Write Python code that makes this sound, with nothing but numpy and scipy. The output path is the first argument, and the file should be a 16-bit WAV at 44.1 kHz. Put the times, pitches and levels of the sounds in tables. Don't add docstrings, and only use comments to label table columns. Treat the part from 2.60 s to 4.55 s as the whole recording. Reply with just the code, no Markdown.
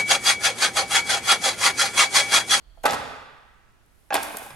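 import sys
import numpy as np
from scipy import signal
from scipy.fft import rfft, irfft
from scipy.io import wavfile
from scipy.ndimage import uniform_filter1d

SR = 44100
rng = np.random.default_rng(int(sys.argv[2]) if len(sys.argv) > 2 else 0)


def unload_audio(sound):
    columns = np.transpose(np.atleast_2d(sound))
    steps = np.round(np.clip(columns, -1, 1) * 32767)
    wavfile.write(sys.argv[1], SR, steps.astype(np.int16))


N = 85995
SCENE_T, EVENT_T = np.arange(N) / SR, np.arange(SR // 2) / SR
NEAR_CORRELATION = 0.56


def amp(db):
    return 10 ** (np.asarray(db) / 20)

def unit(x):
    return x / np.sqrt(np.mean(x ** 2) + 1e-20)

def read(points, hz):
    f, value = np.transpose(points)
    return np.interp(np.log(hz + 1), np.log(f), value)

def add(mix, start_s, sound):
    part = mix[:, max(round(start_s * SR), 0):][:, :sound.shape[-1]]
    part += sound[..., :part.shape[1]]

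def decay(t, t60):
    return np.exp(-np.log(1000) * t / t60)

def lowpass(x, corner_hz):
    return signal.lfilter(*signal.butter(2, corner_hz, fs=SR), x)

def pair(a, b, correlation):
    return np.array([a, correlation * a + np.sqrt(1 - correlation ** 2) * b])

def noise(spectrum):
    gain = amp(read(spectrum, np.fft.rfftfreq(N, 1 / SR)))
    return unit(irfft(rfft(rng.standard_normal(N)) * gain, N))

def colour(x, spectrum, size=2048):
    log_gain = np.log(amp(read(spectrum, abs(np.fft.fftfreq(size, 1 / SR)))))
    taps = np.fft.ifft(np.exp(np.conj(signal.hilbert(log_gain)))).real
    return signal.fftconvolve(x, taps)[:len(x)]

def burst(spectrum, t60):
    envelope = decay(EVENT_T, t60)
    a, b = (unit(colour(rng.choice([-1., 1.], len(EVENT_T)) * envelope, spectrum)) for _ in range(2))
    return pair(a, b, NEAR_CORRELATION) * np.sqrt(np.mean(envelope ** 2))

def ring(modes, stretch=1, longest_t60_s=0.26):
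    waves = 0
    for k, (hz, db, t60) in enumerate(modes):
        envelope = amp(db) * decay(EVENT_T, min(t60, longest_t60_s))
        waves += (-1) ** k * envelope * np.sin(2 * np.pi * hz * stretch * EVENT_T)
    return waves / np.sqrt(sum(amp(db) ** 2 for _, db, _ in modes))


# frequency_hz, relative_db
RUMBLE_SPECTRUM = [(20, -6.5), (45, -2.5), (90, -9), (180, -17.5), (500, -22), (1500, -24.5), (4500, -34.5),
                   (9000, -38), (16000, -46.5)]

def rumble(level_db=-59.5):
    return amp(level_db) * pair(noise(RUMBLE_SPECTRUM), noise(RUMBLE_SPECTRUM), correlation=0.15)

def hiss(half_width_hz=200, end_s=0.58, fade_s=0.05):
    bands = np.zeros((2, N))
    for centre_hz, db in (3252, -70), (4400, -68.5):
        flutter = unit(lowpass(rng.standard_normal((2, N)), half_width_hz))
        bands += amp(db) * flutter * np.sin(2 * np.pi * centre_hz * SCENE_T)
    return bands * np.clip((end_s - SCENE_T) / fade_s, 0, 1)


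# start_s, level_db, pitch_hz, t60_s
FRAME_SHUDDERS = [(0.06, -45, 44.4, 0.51), (0.248, -36, 275, .13), (.295, -35.5, 160.6, 0.19),
                  (0.314, -47, 103.7, .6), (0.319, -45.5, 73, 0.64), (1.538, -38.5, 220.5, 0.15),
                  (1.547, -52, 80.7, 0.89), (1.743, -47, 233, 0.058), (1.899, -48.5, 137, 0.43)]

def frame_shudder(rise_s=0.00612):
    out = np.zeros((2, N))
    for start_s, db, hz, t60 in FRAME_SHUDDERS:
        envelope = (1 - np.exp(-EVENT_T / rise_s)) * decay(EVENT_T, t60)
        add(out, start_s, amp(db) * envelope * np.sin(2 * np.pi * hz * EVENT_T))
    return out


# pitch_hz, relative_db, t60_s
PEG_MODES = [(373, -16, 0.031), (517, -14, .06), (637, -11.5, 0.065), (778.8, -6, 0.15),
             (819.6, -1.5, 0.049), (1511, -11, 0.027), (1631.4, -7.5, 0.12), (2440, -8.5, 0.021),
             (2620, -9, .05)]
# frequency_hz, relative_db
CLATTER_SPECTRUM = [(50, -50), (130, -26.5), (230, -10.5), (450, -4.5), (800, 1.5), (1400, -4.5),
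                    (2300, -8.5), (3600, -8.5), (5000, -11.5), (7000, -5), (16000, -42.5)]
# start_s, ring_db, noise_db, pitch_hz, corner_hz
SOFT_CONTACTS = [(.1735, -44.5, -45.5, 693, 780), (0.237, -42.5, -30.5, 900, 4200),
                 (.2411, -13.5, -20.5, 783.5, 1093), (.2527, -20, -12, 671.3, 1126),
                 (1.5048, -17.5, -27, 833, 2600), (1.5238, -15, -22.5, 832, 2320)]

def soft_contacts(strongest_mode_hz=820):
    blows, rings = np.zeros((2, 2, N))
    for start_s, ring_db, noise_db, pitch_hz, corner_hz in SOFT_CONTACTS:
        peg = ring(PEG_MODES, stretch=pitch_hz / strongest_mode_hz)
        contact = burst(CLATTER_SPECTRUM, t60=0.059)
        add(rings, start_s, amp(ring_db) * lowpass(peg, corner_hz))
        add(blows, start_s, amp(noise_db) * lowpass(contact, corner_hz))
    return blows, rings


# frequency_hz, relative_db
CLOTH_SPECTRUM = [(300, -22), (2000, -11.5), (5000, -7.5), (7500, -4.5), (10500, 2), (12500, -1.5),
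                  (14800, -12), (16200, -17.5)]
# time_s, level_db
SLEEVE_RUSTLE = [(0, -92), (.231, -73), (0.235, -43), (.25, -53.5), (.3, -69.5), (.5, -96), (1.101, -89),
                 (1.4, -70.5), (1.52, -71.5), (1.62, -49), (1.645, -42), (1.71, -50.5), (1.76, -48.5),
                 (1.787, -49.5), (1.83, -47), (1.87, -50.5), (1.95, -63)]
# start_s, level_db
SLEEVE_SNAPS = [(1.123, -64.5), (1.262, -59.5), (1.5429, -17), (1.6295, -23.5), (1.633, -23), (1.6475, -35),
                (1.7673, -34), (1.7704, -21), (1.7855, -31)]

def sleeves(grain_db=2.5):
    grain = unit(uniform_filter1d(rng.standard_normal(N), size=120))
    level_db = np.interp(SCENE_T, *np.transpose(SLEEVE_RUSTLE)) + grain_db * grain
    out = amp(level_db) * pair(noise(CLOTH_SPECTRUM), noise(CLOTH_SPECTRUM), NEAR_CORRELATION)
    for start_s, db in SLEEVE_SNAPS:
        add(out, start_s, amp(db) * burst(CLOTH_SPECTRUM, t60=0.0086))
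    return out


# pitch_hz, relative_db, uncapped_t60_s
TRUNK_MODES = [(272.9, -11.5, 0.29), (421, -9, 1), (591, -7, .35), (680, 3.5, 0.75), (847, 1, 0.22),
               (948, -1.5, .25), (1019.5, -9, 0.14), (1168, -11, .3), (1301, 0.5, 0.41), (1510, 2.5, 0.1),
               (1660, -3, .3), (1860, 0.5, 0.56), (2006, 0.5, 0.9)]
# pitch_hz, relative_db, t60_s
WEDGE_MODES = [(2950, -10, .02), (3460, 0, .022), (3950, -6, .02), (4400, -3, 0.0201), (4940, -2.5, 0.021),
               (5370, -4, .018)]
# frequency_hz, relative_db
CRACK_SPECTRUM = [(300, -19.5), (2000, -10), (4500, 0), (6500, -9.5), (8500, 3.5), (11000, 1),
                  (13000, -2.5), (16000, -24.5)]
# start_s, trunk_db, peg_db, clatter_db, wedge_db, crack_db, corner_hz
PEG_KNOCKS = [(.255, -15.5, -16, -10, -32, -24, 3420), (.2618, -24.5, -21, -18, -26, -28, 3500),
              (.2655, -35, -57, -50, -53, -44, 3060), (.2798, -42, -21, -20, -42, -39, 2700),
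              (.289, -61, -50, -23, -31, -42, 4060), (.2965, -39, -37, -22.5, -24, -51.5, 4040),
              (.3075, -38, -36, -24.5, -21, -33, 5970), (.3213, -46, -25, -22, -34, -33, 2670),
              (.332, -35, -49, -18, -33, -33.5, 4100), (.3435, -41, -39, -27, -35, -32, 4020),
              (1.5319, -40, -33, -29.5, -27, -37.5, 3000), (1.5417, -30.5, -39, -14, -26, -21, 3200),
              (1.5526, -48, -13.5, -12, -28.5, -27, 2780), (1.5663, -63, -41, -22, -22, -52, 3900),
              (1.577, -38, -22.5, -22.5, -38, -46, 2380), (1.744, -32.5, -36, -25, -65, -65, 905),
              (1.817, -59, -59, -32.5, -71, -60, 1170), (1.862, -50, -34.5, -52, -56, -56, 1460),
              (1.905, -58.5, -67, -37, -40.5, -47.5, 3120)]

def peg_knocks():
    blows, rings = np.zeros((2, 2, N))
    trunk, peg, wedge = ring(TRUNK_MODES), ring(PEG_MODES), ring(WEDGE_MODES)
    for start_s, trunk_db, peg_db, clatter_db, wedge_db, crack_db, corner_hz in PEG_KNOCKS:
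        body = lowpass(amp(trunk_db) * trunk + amp(peg_db) * peg, corner_hz)
        clatter = lowpass(burst(CLATTER_SPECTRUM, t60=0.055), corner_hz)
        crack = burst(CRACK_SPECTRUM, t60=0.039)
        add(rings, start_s, body + amp(wedge_db) * wedge)
        add(blows, start_s, amp(clatter_db) * clatter + amp(crack_db) * crack)
    return blows, rings


# frequency_hz, t60_s
HALL_DECAY = [(80, 1.34), (250, 0.84), (700, 1.0349), (1500, 1.3943), (3000, 1.3), (5500, 0.87),
              (9000, 0.68), (15000, 0.87)]
# frequency_hz, level_db
TAIL_SPECTRUM = [(60, 6.5), (250, 1.5), (700, -6), (1500, -4), (3000, -4), (6000, -6), (10000, -8.5),
                 (16000, -18)]

def hall(source, build_s=0.019, early_db=-9, early_t60_s=0.061):
    t = np.arange(3 * SR // 2) / SR
    hz, when, bands = signal.stft(rng.standard_normal((2, len(t))), SR, nperseg=512)
    t60 = read(HALL_DECAY, hz)[:, None]
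    unit_energy_decay = decay(when, t60) * np.sqrt(2 * np.log(1000) / (t60 * SR))
    bands *= unit_energy_decay * amp(read(TAIL_SPECTRUM, hz))[:, None]
    build_up = 1 - np.exp(-(t / build_s) ** 2)
    tail = signal.istft(bands, SR, nperseg=512)[1][:, :len(t)] * build_up
    taps = rng.standard_normal((2, len(t))) * (rng.random((2, len(t))) < .03)
    taps *= decay(t, early_t60_s) * (t > .003)
    early = amp(early_db) * taps / np.linalg.norm(taps, axis=1, keepdims=True)
    response = pair(*(tail + early), correlation=0.4)
    return signal.fftconvolve(source[None], response, axes=1)[:, :N]

def scene(resonance_send_db=-3, lowest_ring_hz=170, turn_hz=17):
    blows, rings = np.add(soft_contacts(), peg_knocks())
    rings = signal.lfilter(*signal.butter(2, lowest_ring_hz, "high", fs=SR), rings)
    noises = blows + sleeves()
    resonances = rings + frame_shudder()
    sent = (noises + amp(resonance_send_db) * resonances)[0]
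    turn = 2 * np.pi * turn_hz * SCENE_T
    reverberation = hall(sent * np.cos(turn)) + hall(sent * np.sin(turn))
    return noises + resonances + reverberation + hiss() + rumble()


# frequency_hz, left_minus_right_db
LEVEL_DIFFERENCE = [(30, -10), (120, -3.5), (250, 1), (500, -2), (1000, -3.5), (2000, -1.8), (4000, 0),
                    (12000, -0.5)]
# frequency_hz, left_lead_rad
PHASE_DIFFERENCE = [(100, .05), (500, 0.25), (1000, 0.75), (2000, 1), (4000, .5), (8000, 0.36),
                    (14000, 0.72)]

def record(dry, ceiling=0.538, band_limit_hz=16400):
    hz = np.fft.rfftfreq(2 * N, 1 / SR)
    left = amp(read(LEVEL_DIFFERENCE, hz) / 2) * np.exp(.5j * read(PHASE_DIFFERENCE, hz))
    heard = irfft(rfft(dry, 2 * N) * [left, 1 / left])[:, :N]
    rounded = heard / (1 + (heard / ceiling) ** 4) ** .25
    taps = signal.firwin(511, band_limit_hz, window=("kaiser", 9), fs=SR)
    return signal.oaconvolve(rounded, taps[None], "same")


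dry = scene()
out = record(dry)
unload_audio(out)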